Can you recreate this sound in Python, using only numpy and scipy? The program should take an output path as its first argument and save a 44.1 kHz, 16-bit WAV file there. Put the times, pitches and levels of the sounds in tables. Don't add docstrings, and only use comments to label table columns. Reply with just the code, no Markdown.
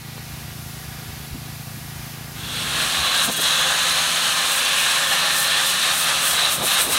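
import sys
import numpy as np
from scipy import signal
from scipy.fft import rfft, irfft, next_fast_len
from scipy.io import wavfile
from scipy.ndimage import uniform_filter1d, map_coordinates

SR = 44100
rng = np.random.default_rng(int(sys.argv[2]) if len(sys.argv) > 2 else 0)


def master_out(mix):
    frames = np.transpose(np.atleast_2d(mix))
    ceiling = np.clip(frames, -1, 1)
    pcm = np.round(ceiling * 32767).astype(np.int16)
    wavfile.write(sys.argv[1], SR, pcm)


N = 307950
TIME = np.arange(N) / SR
FFT_SIZE = next_fast_len(N, real=True)
FREQ_HZ = np.maximum(np.arange(FFT_SIZE // 2 + 1) * SR / FFT_SIZE, 1)


def jet():
    # time in seconds, level in dB.
    jet_level = [(2.3, -45), (2.42, -37.3), (2.6, -29), (2.8, -25), (3.02, -24.5), (3.2, -22.3),
                 (3.6, -22.5), (4.3, -22.5), (5.5, -22.5), (6.98, -21.5)]
    # centre in seconds, sizzle in dB re the jet, sigma in seconds.
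    passes = [(3.256, -3, 0.017), (3.327, -4.5, 0.01), (3.372, -3, 0.0079), (3.417, -4, 0.013),
              (4.547, -5, 0.042), (4.81, -7, 0.026), (5.11, -10, 0.036), (5.4, -1, 0.042),
              (5.683, -3, 0.034), (5.995, -2.5, 0.05), (6.287, -.5, 0.049), (6.537, -1, 0.028),
              (6.665, -0.5, 0.027), (6.738, -3, 0.014), (6.827, -0.5, 0.032), (6.929, -1.5, 0.026)]
    # delay in seconds, gain in dB.
    walls = [(.0016, -18.5), (.0037, -21), (.0058, -16), (.0076, -19.5), (0.0112, -14)]
    jet_db, sag_db = curve(jet_level), slips()
    stone_db = jet_db + sag_db
    flare = sum(undb(db) * swell(at_s, sigma_s) for at_s, db, sigma_s in passes)
    steam = corner(roar(stone_db, flare)) + hiss(stone_db, flare)
    steam += sizzle(jet_db + 0.33 * sag_db, flare)
    flutter_db = 0.49 * walk(40)
    steam = echoes(steam, walls, sway_s=0.00013)
    return ramp(2.33, 2.37) * undb(flutter_db) * (steam + rings_and_swells())


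def roar(level_db, flare):
    # frequency in Hz, density in dB.
    hollow_colour = [(300, -18), (430, -15), (535, -6.5), (620, -4.5), (725, -6), (805, -1.5), (890, -4),
                     (1010, -1.5), (1100, 0.5), (1380, 0.5), (1720, 2.5), (1950, -3), (2200, -5)]
    upper_colour = [(2150, -6.5), (2380, -3), (2600, 0), (3100, .5), (3600, 2), (4050, 2), (4450, -3.5),
                    (4720, -9)]
    hollow = noise(hollow_colour) * undb(level_db - 3.5 - 2.5 * flare + 0.98 * walk(20))
    upper = unit(shifting(noise(upper_colour), [2600, 2970, 3300, 3720, 4050], spread_db=1.1))
    upper *= undb(level_db + 0.5 - 2 * flare + 0.5 * walk(20))
    return hollow + upper


def hiss(level_db, flare):
    # frequency in Hz, density in dB.
    colour = [(4780, -4.5), (5100, -0.5), (5500, 0), (6500, 0.5), (7250, -2.5), (8100, 0.5), (9100, 0.5),
              (11500, -7.5), (15000, -22)]
    steam = noise(colour) * unit(1 + 0.44 * droplets(per_s=2500, spread_db=2.7, decay_s=0.00032))
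    return steam * undb(level_db - 4.5 + 2.1 * flare + 0.5 * walk(14))


def sizzle(level_db, flare):
    # frequency in Hz, density in dB.
    colour = [(6500, -14.5), (8300, 0.5), (10500, -3), (12800, -4.5), (14200, -8.5), (15800, -10)]
    spray = noise(colour) * unit(1 + 0.32 * droplets(per_s=1500, spread_db=2.1, decay_s=0.0007))
    bed_db = -11.5 - 0.6 * (TIME - 4.6)
    return spray * undb(level_db + 0.27 * walk(9.9)) * np.hypot(undb(bed_db), flare)


def slips(edge_s=0.021):
    # centre in seconds, depth in dB, length in seconds.
    sags = [(3.337, -5.5, 0.15), (6.603, -7, 0.1), (6.877, -7.5, 0.086)]
    return sum(db * 0.5 * (1 + np.tanh((length_s / 2 - np.abs(TIME - at_s)) / edge_s))
               for at_s, db, length_s in sags)


def corner(x, depth=0.55):
    return x - depth * swell(3.52, sigma_s=0.18) * ring(x, 2340, width_hz=300)


def rings_and_swells():
    # centre in seconds, frequency in Hz, bandwidth in Hz, level in dB, sigma in seconds.
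    bands = [(2.573, 3420, 300, -35, .1), (3.06, 730, 220, -36, 0.11), (3.08, 1095, 132, -32, 0.13),
             (3.192, 1610, 230, -30.5, .05), (3.02, 3740, 120, -32, .045), (3.16, 3380, 200, -32, .05),
             (3.192, 3850, 130, -28.5, .045), (3.55, 3350, 140, -26.5, 0.14), (3.53, 3880, 220, -29, 0.11),
             (3.62, 2720, 140, -36, .12), (3.7, 1660, 220, -35.5, 0.25), (3.8, 6500, 1100, -33.5, 0.58),
             (3.873, 3950, 180, -27, 0.055), (4.787, 2540, 150, -28, 0.035), (5.38, 1785, 55, -31.5, 0.47),
             (5.79, 3940, 220, -33, .07), (6.4, 640, 300, -37, 0.22), (6.352, 1190, 220, -35, 0.45),
             (6.427, 3910, 160, -26, 0.051), (6.435, 3680, 140, -27, .045),
             (6.745, 2680, 400, -28.5, 0.029), (6.76, 3720, 700, -24.5, 0.029),
             (6.72, 3880, 260, -33, 0.16)]
    swells = sum(noise_band(hz, width_hz) * undb(db) * swell(at_s, sigma_s)
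                 for at_s, hz, width_hz, db, sigma_s in bands)
    pitch_ratio = 1 + 0.006 * walk(4)
    return map_coordinates(swells, [np.cumsum(pitch_ratio)], mode="mirror")


def distant():
    # frequency in Hz, density in dB.
    rumble_colour = [(20, -24), (45, -9), (66, 1.5), (95, -0.5), (125, -8), (250, -16.5), (400, -15)]
    steam = far_hiss()
    rumble = noise(rumble_colour) * undb(-44 + 1.1 * walk(6.9))
    return (steam + (engine() + rumble) * undb(1.5)) * (1 - ramp(2.6, 2.98))


def far_hiss():
    # frequency in Hz, density in dB.
    colour = [(300, -20), (620, -6), (750, -4), (900, -8), (1900, -5), (3200, -8), (4500, -7), (6000, -9),
              (8000, -12.5), (11000, -9.5), (13000, -9.5), (15800, -14.5)]
    steam = shifting(noise(colour), [1500, 2000, 2700, 3400, 4200], spread_db=1.0)
    middle = signal.sosfiltfilt(signal.butter(2, 5500, fs=SR, output="sos"), steam)
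    treble = steam - middle
    steam = middle * undb(0.8 * walk(7.04)) + treble * undb(0.59 * walk(8.9))
    level_db = -40.5 + 3 * ramp(0, 0.32)
    return echoes(steam, [(0.0041, -8.5), (0.0049, -26)], sway_s=0.00005) * undb(level_db)


def engine(firing_hz=27.76, echo_s=0.01068):
    # frequency in Hz, bandwidth in Hz, gain in dB.
    exhaust_modes = [(133, 74, 0.5), (113, 12, -7), (166, 11, -9.5), (221.5, 9.1, -10), (305, 23, -20)]
    count = int(N / SR * firing_hz)
    time_jitter, level_jitter = rng.standard_normal((count, 2)).T
    firings_s = 0.0128 + np.arange(count) / firing_hz + 0.00008 * time_jitter
    pulses = np.zeros(N)
    pulses[np.clip((firings_s * SR).astype(int), 0, N - 1)] = undb(1.1 * level_jitter)
    puffs = sum(undb(db) * ring(pulses, hz, width_hz) for hz, width_hz, db in exhaust_modes)
    puffs = ring(puffs, 129, width_hz=101)
    exhaust = puffs - undb(-4) * np.interp(TIME - echo_s, TIME, puffs)
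    casing = noise([(400, -17), (580, -8.5), (760, 1.5), (1100, -2), (2000, -9), (4500, -12)])
    rattle = signal.fftconvolve(pulses, casing[:int(SR / firing_hz)])[:N]
    return undb(-38.5) * unit(exhaust) + undb(-51) * unit(rattle)


def machine():
    # frequency in Hz, level in dB before the machine gain.
    hum_tones = [(140, -55.5), (161.5, -48.5), (242.2, -51.5)]
    # time in seconds, gain in dB.
    machine_gain = [(3.0, 4), (4.5, -1), (6.98, 1)]
    # frequency in Hz, density in dB.
    burner_colour = [(20, -20), (48, -13), (70, 3), (105, -7.5), (170, 0.5), (250, -3.5), (340, -5.5),
                     (500, -8)]
    hum = np.zeros(N)
    for hz, db in hum_tones:
        amplitude = np.sqrt(2) * undb(db + 1.4 * walk(5.6))
        pitch_hz = hz * (1 + 0.00283 * walk(5.5))
        hum += amplitude * np.sin(2 * np.pi * np.cumsum(pitch_hz) / SR)
    burner = noise(burner_colour) * undb(-44.5 + 0.31 * walk(7))
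    return (hum + burner) * undb(curve(machine_gain)) * ramp(2.25, 2.57)


def bumps():
    # centre in seconds, level in dB, frequency in Hz, width in octaves, sigma in seconds.
    events = [(1.093, -34, 100, 0.94, 0.011), (1.334, -28, 65, .6, 0.009), (1.353, -34.5, 220, 0.64, 0.013),
              (1.473, -42, 268, 0.39, 0.014), (1.775, -36, 199, 0.65, 0.0098),
              (3.003, -32.5, 90, 0.31, 0.017), (3.292, -29, 201, 0.44, 0.018),
              (3.293, -25.5, 696, 0.47, 0.0083), (3.394, -28, 414, 1.3, 0.0088),
              (6.606, -35.5, 186, 0.68, 0.056), (6.631, -26, 650, 0.96, 0.022),
              (6.893, -28.5, 433, 2.1, 0.051)]
    out = np.zeros(N)
    for at_s, db, hz, octaves, sigma_s in events:
        envelope = swell(at_s, sigma_s)
        burst = envelope * noise([(hz / 4 ** octaves, -14), (hz, 0), (hz * 4 ** octaves, -20)])
        out += undb(db) * burst * np.sqrt(np.sum(envelope ** 2) / np.sum(burst ** 2))
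    return out


def tick(start_s=0.1799):
    # frequency in Hz, peak in dB, T60 in seconds.
    modes = [(520, -29, 0.01), (950, -28, .006), (1650, -27, .004)]
    age_s = np.maximum(TIME - start_s, 0)
    return sum(np.sin(2 * np.pi * hz * age_s) * undb(db - 60 * np.minimum(age_s / t60_s, 2))
               for hz, db, t60_s in modes)


def echoes(x, paths, sway_s):
    out = x.copy()
    dull = signal.sosfilt(signal.butter(1, 8000, fs=SR, output="sos"), x)
    for delay_s, db in paths:
        position = (TIME - delay_s - sway_s * walk(2.2)) * SR
        out += undb(db) * map_coordinates(dull, [position], order=3)
    return out / np.sqrt(1 + sum(undb(db) ** 2 for _, db in paths))


def shifting(x, centres_hz, spread_db):
    return x + sum((undb(spread_db * walk(5)) - 1) * ring(x, hz, width_hz=290) for hz in centres_hz)


def droplets(per_s, spread_db, decay_s):
    hits = (rng.random(N) < per_s / SR) * undb(spread_db * np.minimum(rng.exponential(size=N), 4))
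    return unit(signal.lfilter([1], [1, -np.exp(-1 / (decay_s * SR))], hits))


def noise_band(hz, width_hz):
    return unit(ring(ring(rng.standard_normal(N), hz, width_hz), hz, width_hz))


def ring(x, hz, width_hz):
    return signal.lfilter(*signal.iirpeak(hz, hz / width_hz, fs=SR), x)


def noise(colour):
    hz, db = np.transpose(colour)
    octaves_out = np.abs(np.log2(FREQ_HZ / np.clip(FREQ_HZ, hz.min(), hz.max())))
    gain = undb(np.interp(np.log(FREQ_HZ), np.log(hz), db) - 60 * octaves_out)
    return unit(irfft(rfft(rng.standard_normal(FFT_SIZE)) * gain, FFT_SIZE)[:N])


def walk(rate_hz):
    hold = max(int(SR / rate_hz), 1)
    steps = np.repeat(rng.standard_normal(N // hold + 1), hold)
    return unit(uniform_filter1d(uniform_filter1d(steps, hold), hold)[:N])


def swell(at_s, sigma_s):
    return np.exp(-0.5 * ((TIME - at_s) / sigma_s) ** 2)


def curve(points):
    return np.interp(TIME, *np.transpose(points))


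def ramp(start_s, end_s):
    return np.clip((TIME - start_s) / (end_s - start_s), 0, 1)


def undb(db):
    return 10 ** (np.asarray(db) / 20)


def unit(x):
    return x / np.sqrt(np.mean(x ** 2))


def scene():
    return np.tile(jet() + distant() + machine() + bumps() + tick(), (2, 1))


def record(dry, cutoff_hz=15750):
    return signal.sosfilt(signal.ellip(12, 0.1, 90, cutoff_hz, fs=SR, output="sos"), dry)


dry = scene()
out = record(dry)
master_out(out)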